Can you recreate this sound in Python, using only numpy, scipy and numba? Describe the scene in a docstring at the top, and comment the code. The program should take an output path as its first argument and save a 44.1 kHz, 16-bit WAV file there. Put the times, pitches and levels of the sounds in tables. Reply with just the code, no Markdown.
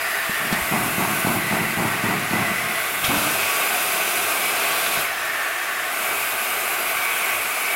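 """A hollow, hissing roar: the exhaust of a compressed-air ejector whose bellows suction cup holds a
woven plastic bag. The bag is tugged seven times, pulled off with a puff and a buzz, and gripped again.
The jet's resonance falls and its hiss dulls as the cup seals; both rise when it draws free air.
The bag is a damped membrane that drums and snaps when taut and flaps when slack. A machine hums
alongside; a control panel and the bag reflect the hiss, and the hall reverberates with the rest."""
import sys
import numpy as np
from scipy import signal
from scipy.fft import rfft, irfft
from scipy.io import wavfile
from scipy.ndimage import uniform_filter1d
from numba import njit

SR = 44100
rng = np.random.default_rng(int(sys.argv[2]) if len(sys.argv) > 2 else 0)


def to_wav(s):
    """Save 16-bit WAV."""
    ch = np.atleast_2d(s).T  # columns
    pcm = np.round(np.clip(ch, -1, 1) * 32767)  # PCM
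    wavfile.write(sys.argv[1], SR, pcm.astype(np.int16))


N = 341775
T = np.arange(N) / SR
FREQS = np.maximum(np.arange(N // 2 + 1) * SR / N, 1)

# shifts of the cup's grip: t/s, settling time/s, air flow (0 sealed, 1 open),
# relative jet level/dB, relative rim sizzle level/dB
GRIPS = [(0, .01, .07, -27, -33), (.53, 0.094, 0.35, -30, -31), (.75, .07, 0.43, -34.5, -29.5),
         (1.35, .07, .29, -27, -33.5), (1.7, 0.19, 0.24, -30.5, -34.5), (2.15, .25, 0.34, -28, -34.5),
         (2.58, 0.39, 0.31, -35, -30), (3.01, 0.05, 0.96, -28.5, -27), (3.7, 0.74, 0.96, -30, -28),
         (5.0, 0.12, .01, -29, -35.8), (5.82, 0.21, 0.73, -34.5, -29.5), (6.55, .6, 0.66, -26.5, -29.5),
         (7.28, 0.25, 0.66, -28, -29.5)]
# spectra of the turbulent air: f/Hz, relative spectral level/dB
ROAR_SPECTRUM = [(25, -52), (60, -40), (120, -29), (250, -14), (420, -4), (550, -6), (680, 3.5), (800, -1),
                 (950, -2), (1150, 0.5), (1560, 2), (1730, -3), (2200, 0), (2750, 1), (3300, -10.5),
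                 (6000, -22)]
HISS_SPECTRUM = [(1500, -31), (2900, 1), (3700, 4), (4400, -1), (5000, 0), (5700, -3.5), (6600, -2.5),
                 (7500, -3.5), (10000, -6), (16000, -38)]
SIZZLE_SPECTRUM = [(100, -49), (5000, -14), (7500, -4), (9300, -0.5), (10100, 2.5), (11000, 0.5),
                   (12000, 2.5), (13200, 2), (14500, -2.5), (16000, -4)]
INTAKE_SPECTRUM = [(30, -46), (60, -24), (130, -10), (200, -4.5), (300, -1), (420, 3), (560, 0), (750, 3.5),
                   (950, -1), (1150, -10), (1500, -32), (4000, -21)]
# resonances of the exhaust housing and the bench: f/Hz, bandwidth/Hz, gain at full drive/dB
HOUSING_MODES = [(661, 37, 3.5), (712, 11, 2.5), (742, 10.5, 0.5), (740.7, 6.9, 6), (878, 16, 2),
                 (1076, 13.4, 7), (1126, 15.6, 10.5), (1172, 24, 7.5), (1235, 18, 5), (1365, 24, 6),
                 (1480, 28, 2), (1508, 17, 6), (1585, 24.5, 9.5), (1793, 9.8, 4), (1880, 21, 4.5),
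                 (2000, 13.6, 10.5), (2154, 24, 10), (2282, 10, 11), (2490, 11, 7)]
# breathy tones at the rim: start t/s, end t/s, f/Hz, level/dB
EDGE_TONES = [(0, 0.548, 4830, -46), (.75, 1.4, 10200, -42), (1.4, 2.95, 10200, -46),
              (3.1, 5.0, 10500, -57), (3.35, 4.002, 4950, -43), (3.55, 3.95, 7050, -46),
              (4.15, 4.85, 8650, -45), (3.2, 5.0, 3650, -55), (6.0, 6.8, 13700, -43)]
# tugs that stretch the bag: t/s, drumming level/dB, rustle level/dB, relative snap level/dB
TUGS = [(.712, -25, -24.5, -22), (.981, -26, -27, -18.5), (1.247, -25, -25, -17), (1.51, -25, -27.5, -23),
        (1.772, -25, -24.5, -20), (2.038, -26, -25.5, -18), (2.310, -26, -25.5, -20)]
# the snap and two rebounds within each tug: delay/s, relative level/dB, f/Hz, T60/s
REBOUNDS = [(0, 3.5, 200, .03), (.024, 0, 248, .035), (.097, -2.5, 225, .028)]
# looser shakes as the cup takes hold, eases off and pulls free: t/s, drumming level/dB, rustle level/dB
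SHAKES = [(.39, -35.5, -39), (.49, -36, -30.5), (2.57, -35.5, -52), (2.91, -39, -48), (3.08, -28.5, -25),
          (3.22, -40, -31)]
# spectra of the vibrating sheet: f/Hz, relative spectral level/dB
DRUM_SPECTRUM = [(25, -33), (50, -11), (75, -18), (105, 3.5), (155, 1), (215, 5), (265, -3), (300, 2.5),
                 (360, -1.5), (450, -8), (700, -22), (2000, -46), (6000, -90)]
RUSTLE_SPECTRUM = [(100, -40), (300, -24), (520, -20), (630, -6), (880, -5), (1050, -8), (1400, -12.5),
                   (2500, -35), (8000, -34)]
# single flaps of the slack bag: t/s, peak level/dB, f/Hz, T60/s
SLACK_FLAPS = [(.294, -21, 200, 0.038), (.526, -13.5, 202, 0.051), (.618, -28, 70, 0.076),
               (3.044, -25, 130, 0.026), (3.083, -25, 95, .07), (3.178, -27, 96, 0.085),
               (4.974, -27, 172, .025), (4.992, -33, 148.7, 0.027)]
# air bursting past the cup's lip: t/s, relative level/dB, T60/s, f/Hz, bandwidth/Hz
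LIP_PUFFS = [(.524, -16.5, 0.1, 1700, 2200), (3.040, -4, 0.063, 3170, 300), (3.044, -21, 0.068, 2315, 5000)]
# the sheet buzzing against the lip as it slides off: t/s, f/Hz, level/dB
LIP_BUZZ = [(3.08, 253, -34), (3.105, 277, -29), (3.14, 288, -25.5), (3.19, 307, -36), (3.21, 310, -44),
            (3.27, 295, -31), (3.33, 300, -43)]
# mains and motor lines of the machine: f/Hz, level/dB
HUM_LINES = [(100, -61), (297, -64), (348, -59)]
# low rumble, swelling near 7 s: t/s, level/dB
RUMBLE_LEVELS = [(0, -55), (.7, -48), (2.6, -53), (3.6, -62), (4.3, -61), (4.9, -53), (5.8, -61),
                 (6.7, -56), (7.0, -56), (7.55, -63)]
# stereo width: f/Hz, side level relative to mid/dB
SIDE_LEVELS = [(30, -37), (80, -29), (480, -25), (900, -30), (1130, -41), (2200, -40), (3000, -26),
               (4000, -21), (5500, -17.5), (8000, -16.5), (16000, -18)]

# set by the air flow: (cup sealed, cup open); the levels are relative
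JET_HZ, JET_WIDTH_HZ = (1768, 2530), (200, 580)
ROAR_DB, HISS_DB, INTAKE_DB = (-28.4, -26), (-37, -30.5), (-48.5, -34)


def exhaust(flow, jet_db, trim_db=-2.0, waver_db=.5, flutter_db=.5):
    """Jet turbulence roars broadly and excites a resonance that rises and widens with the flow."""
    hz, width = opened(JET_HZ, flow), opened(JET_WIDTH_HZ, flow, power=2.3)
    roar = colour(noise(), ROAR_SPECTRUM) * undb(opened(ROAR_DB, flow, power=1.15))
    jet = resonate(noise(), hz, width)
    jet = unit(resonate(jet, hz, 4 * width) / np.sqrt(width))  # a wider pass steepens the flanks
    jet = housing(jet, depth=0.71) * undb(jet_db + trim_db + flutter_db * walk(6))
    return (housing(roar) + jet) * undb(waver_db * walk(2.7))


def grip():
    """The seal throttles the air: flow, jet level and sizzle level ease to each new grip's values."""
    state = np.outer(GRIPS[0][2:], np.ones(N))
    for before, (start, settle_s, *after) in zip(GRIPS, GRIPS[1:]):
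        ease = np.sin(np.pi / 2 * np.clip((T - start) / settle_s, 0, 1)) ** 2
        state = state + np.outer(np.subtract(after, before[2:]), ease)
    flow, jet_db, rim_db = state
    return np.maximum(flow, 0), jet_db, rim_db


def housing(x, depth=1):
    """Narrow fixed resonances make the rush hollow; depth is how strongly the air drives them."""
    lift_db = sum(db / (1 + (2 * (FREQS - hz) / width) ** 2) for hz, width, db in HOUSING_MODES)
    return irfft(rfft(x) * undb(depth * lift_db), N)


def intake(flow):
    """Turbulent inflow at the open cup adds a throaty rush."""
    return housing(colour(noise(), INTAKE_SPECTRUM)) * undb(opened(INTAKE_DB, flow, power=1.8))


def hiss(flow, rim_db, trim_db=0.37, flicker_db=0.39):
    """Fine-scale turbulence radiates treble: a rush at the nozzle and a sizzle at the cup's rim."""
    rush = colour(reflections(noise()), HISS_SPECTRUM) * undb(opened(HISS_DB, flow, power=5.0))
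    sizzle = colour(reflections(noise()), SIZZLE_SPECTRUM) * undb(rim_db + trim_db)
    return (rush + sizzle) * undb(flicker_db * walk(23))


def edge_tones(width_hz=300, drift=0.0034, waver_db=2.2):
    """Edge tones: air shearing over the rim half whistles, never at a steady pitch."""
    out = 0
    for start, end, hz, db in EDGE_TONES:
        centre = hz * (1 + drift * walk(1.5))
        tone = resonate(noise(), centre, steady(width_hz))
        tone = unit(resonate(tone, centre, steady(3 * width_hz)))
        out = out + tone * undb(db + waver_db * walk(5.1)) * gate(start, end)
    return out


def shudder(slips_per_s=500, scatter_db=3):
    """Impulsive excitation: dense slips of the weave drum on the sheet, which rustles when pulled."""
    starts, drum_db, rustle_db = np.transpose([row[:3] for row in TUGS + SHAKES])
    slips = (rng.random(N) < slips_per_s / SR) * np.sign(noise()) * undb(scatter_db * noise())
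    drum = strain(starts, drum_db, attack_s=.016, hold_s=.205, sag_db_per_s=36, release_db_per_s=135)
    rustle = strain(starts, rustle_db, attack_s=.018, hold_s=.115, sag_db_per_s=28, release_db_per_s=160)
    return drum * colour(slips, DRUM_SPECTRUM) + rustle * colour(noise(), RUSTLE_SPECTRUM)


def strain(starts, levels_db, attack_s, hold_s, sag_db_per_s, release_db_per_s):
    """Envelope of pulls that rise, sag and die away; being incoherent, they add in power."""
    power = 0
    for start, db in zip(starts, levels_db):
        age = np.clip(T - start, 0, 2)
        fall_db = sag_db_per_s * np.minimum(age, hold_s) + release_db_per_s * np.maximum(age - hold_s, 0)
        power = power + (np.minimum(age / attack_s, 1) * undb(db - fall_db)) ** 2
    return np.sqrt(power)


def flaps(taut_cutoff_hz=95):
    """Tension raises a membrane's pitch: each tug snaps it three times; slack, it flaps once, deeper."""
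    taut = [(start + delay, snap_db + db, hz, t60)
            for start, _, _, snap_db in TUGS for delay, db, hz, t60 in REBOUNDS]
    bass_cut = signal.butter(2, taut_cutoff_hz, "high", fs=SR, output="sos")
    return signal.sosfilt(bass_cut, place(taut, snap)) + place(SLACK_FLAPS, snap)


def snap(age, hz, t60, rise_s=0.00073):
    """A heavily damped free oscillation of the sheet, with peak 1."""
    onset = 1 - np.exp(-(age / rise_s) ** 2)
    swing = -np.sin(2 * np.pi * hz * age) * onset * undb(-60 * age / t60)
    return swing / np.abs(swing).max()


def lip_buzz(waver=0.0236, octave_db=-12):
    """Self-sustained oscillation: the loose sheet beats against the cup's lip like a reed."""
    hz, db = curves(LIP_BUZZ)
    phase = 2 * np.pi * np.cumsum(hz * (1 + waver * walk(43))) / SR
    buzz = np.sqrt(2) * (np.sin(phase) + undb(octave_db) * np.sin(2 * phase))
    return buzz * undb(db) * gate(LIP_BUZZ[0][0], LIP_BUZZ[-1][0])


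def puff(age, t60, hz, width, rise_s=0.0026):
    """As the seal breaks, a turbulent burst excites one resonance; the soft lip opens gradually."""
    swell = (1 - np.exp(-age / rise_s)) * undb(-60 * age / t60)
    return 2 * resonate(rng.standard_normal(len(age)) * swell, steady(hz), steady(width))


def machine(waver_db=5.0):
    """Forced vibration: mains and motor radiate wavering spectral lines; a faint low rumble lies beneath."""
    hum = 0
    for hz, db in HUM_LINES:
        phase = 2 * np.pi * hz * T + 0.6 * walk(4.1)
        hum = hum + np.sqrt(2) * np.sin(phase) * undb(db + waver_db * walk(3))
    rumble = colour(noise(), [(15, -11), (45, -9), (110, -8), (400, -14), (2000, -60)])
    return hum + rumble * undb(curves(RUMBLE_LEVELS)[0])


def reflections(x, gain=0.43, longest_s=.012, sway_s=.00004, count=8):
    """Comb filtering: echoes off the panel and bag make spectral ripples that shift as hands move."""
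    lags = rng.uniform(0.001012, longest_s, count)
    echoes = sum(np.interp(T - lag - sway_s * walk(0.65), T, x, left=0) for lag in lags)
    return unit(x + gain * echoes)


def hall(x, t60=0.26, wet_db=-12):
    """Reverberation: a diffuse, exponentially decaying tail follows the direct sound."""
    tail = unit(noise() * undb(-60 * T / t60)) / np.sqrt(N)
    return x + undb(wet_db) * signal.fftconvolve(x, tail[:SR])[:N]


def widen(x, scatter_s=0.017):
    """Decorrelation: scattered sound arrives left and right in unrelated phase, mostly in the treble."""
    phase = np.angle(rfft(noise() * np.exp(-T / scatter_s)))
    side = irfft(rfft(x) * np.exp(1j * phase) * response(SIDE_LEVELS), N)
    return x + side * np.array([[1], [-1]])


@njit
def resonate(x, hz, width):
    """A second-order resonator (state-variable band-pass) whose centre and bandwidth can move."""
    out, band_state, low_state = np.empty(len(x)), 0., 0.
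    for i in range(len(x)):
        step, damping = np.tan(np.pi * hz[i] / SR), width[i] / hz[i]
        band = (band_state + step * (x[i] - low_state)) / (1 + step * (step + damping))
        band_state = 2 * band - band_state
        low_state += 2 * step * band
        out[i] = damping * band
    return out


def opened(ends, flow, power=1):
    """A power law of the air flow leads from the sealed value to the open one."""
    return ends[0] + (ends[1] - ends[0]) * flow ** power


def place(rows, shape):
    """Superposition of one short sound per row of t/s, level/dB and shape arguments."""
    out, age = np.zeros(N + SR), np.arange(SR // 4) / SR
    for start_s, db, *settings in rows:
        start = int(start_s * SR)
        out[start:start + len(age)] += undb(db) * shape(age, *settings)
    return out[:N]


def response(points):
    """Gain at each frequency from points of f/Hz, level/dB, joined on a logarithmic axis."""
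    hz, db = np.transpose(points)
    return undb(np.interp(np.log(FREQS), np.log(hz), db))


def colour(x, points):
    """Spectral shaping of x, at rms 1."""
    return unit(irfft(rfft(x) * response(points), N))


def curves(table):
    """Linear interpolation of each column of a timed table."""
    times, *columns = np.transpose(table)
    return [np.interp(T, times, column) for column in columns]


def gate(start, end):
    """A time window with soft edges."""
    return uniform_filter1d(1. * ((T > start) & (T < end)), size=1500)


def walk(rate_hz):
    """Slow random fluctuation: low-passed noise at rms 1."""
    return unit(irfft(rfft(noise()) / (1 + (FREQS / rate_hz) ** 4), N))


def noise():
    """White Gaussian noise."""
    return rng.standard_normal(N)


def steady(value):
    """A constant control signal."""
    return np.full(N, float(value))


def undb(db):
    """Decibels to amplitude ratio."""
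    return 10 ** (np.asarray(db) / 20)


def unit(x):
    """Normalisation to rms 1."""
    return x / np.sqrt(np.mean(x ** 2))


def scene():
    """Superposition: air, bag and machine sound in the hall; hiss and edge tones skip its tail."""
    flow, jet_db, rim_db = grip()
    air = exhaust(flow, jet_db) + intake(flow)
    bag = shudder() + flaps() + lip_buzz() + place(LIP_PUFFS, puff)
    return widen(hall(air + bag + machine()) + hiss(flow, rim_db) + edge_tones())


def record(dry, cutoff_hz=15850):
    """Band limiting: a steep elliptic low-pass removes the highest treble."""
    return signal.sosfilt(signal.ellip(12, .2, 80, cutoff_hz, fs=SR, output="sos"), dry)


dry = scene()
out = record(dry)
to_wav(out)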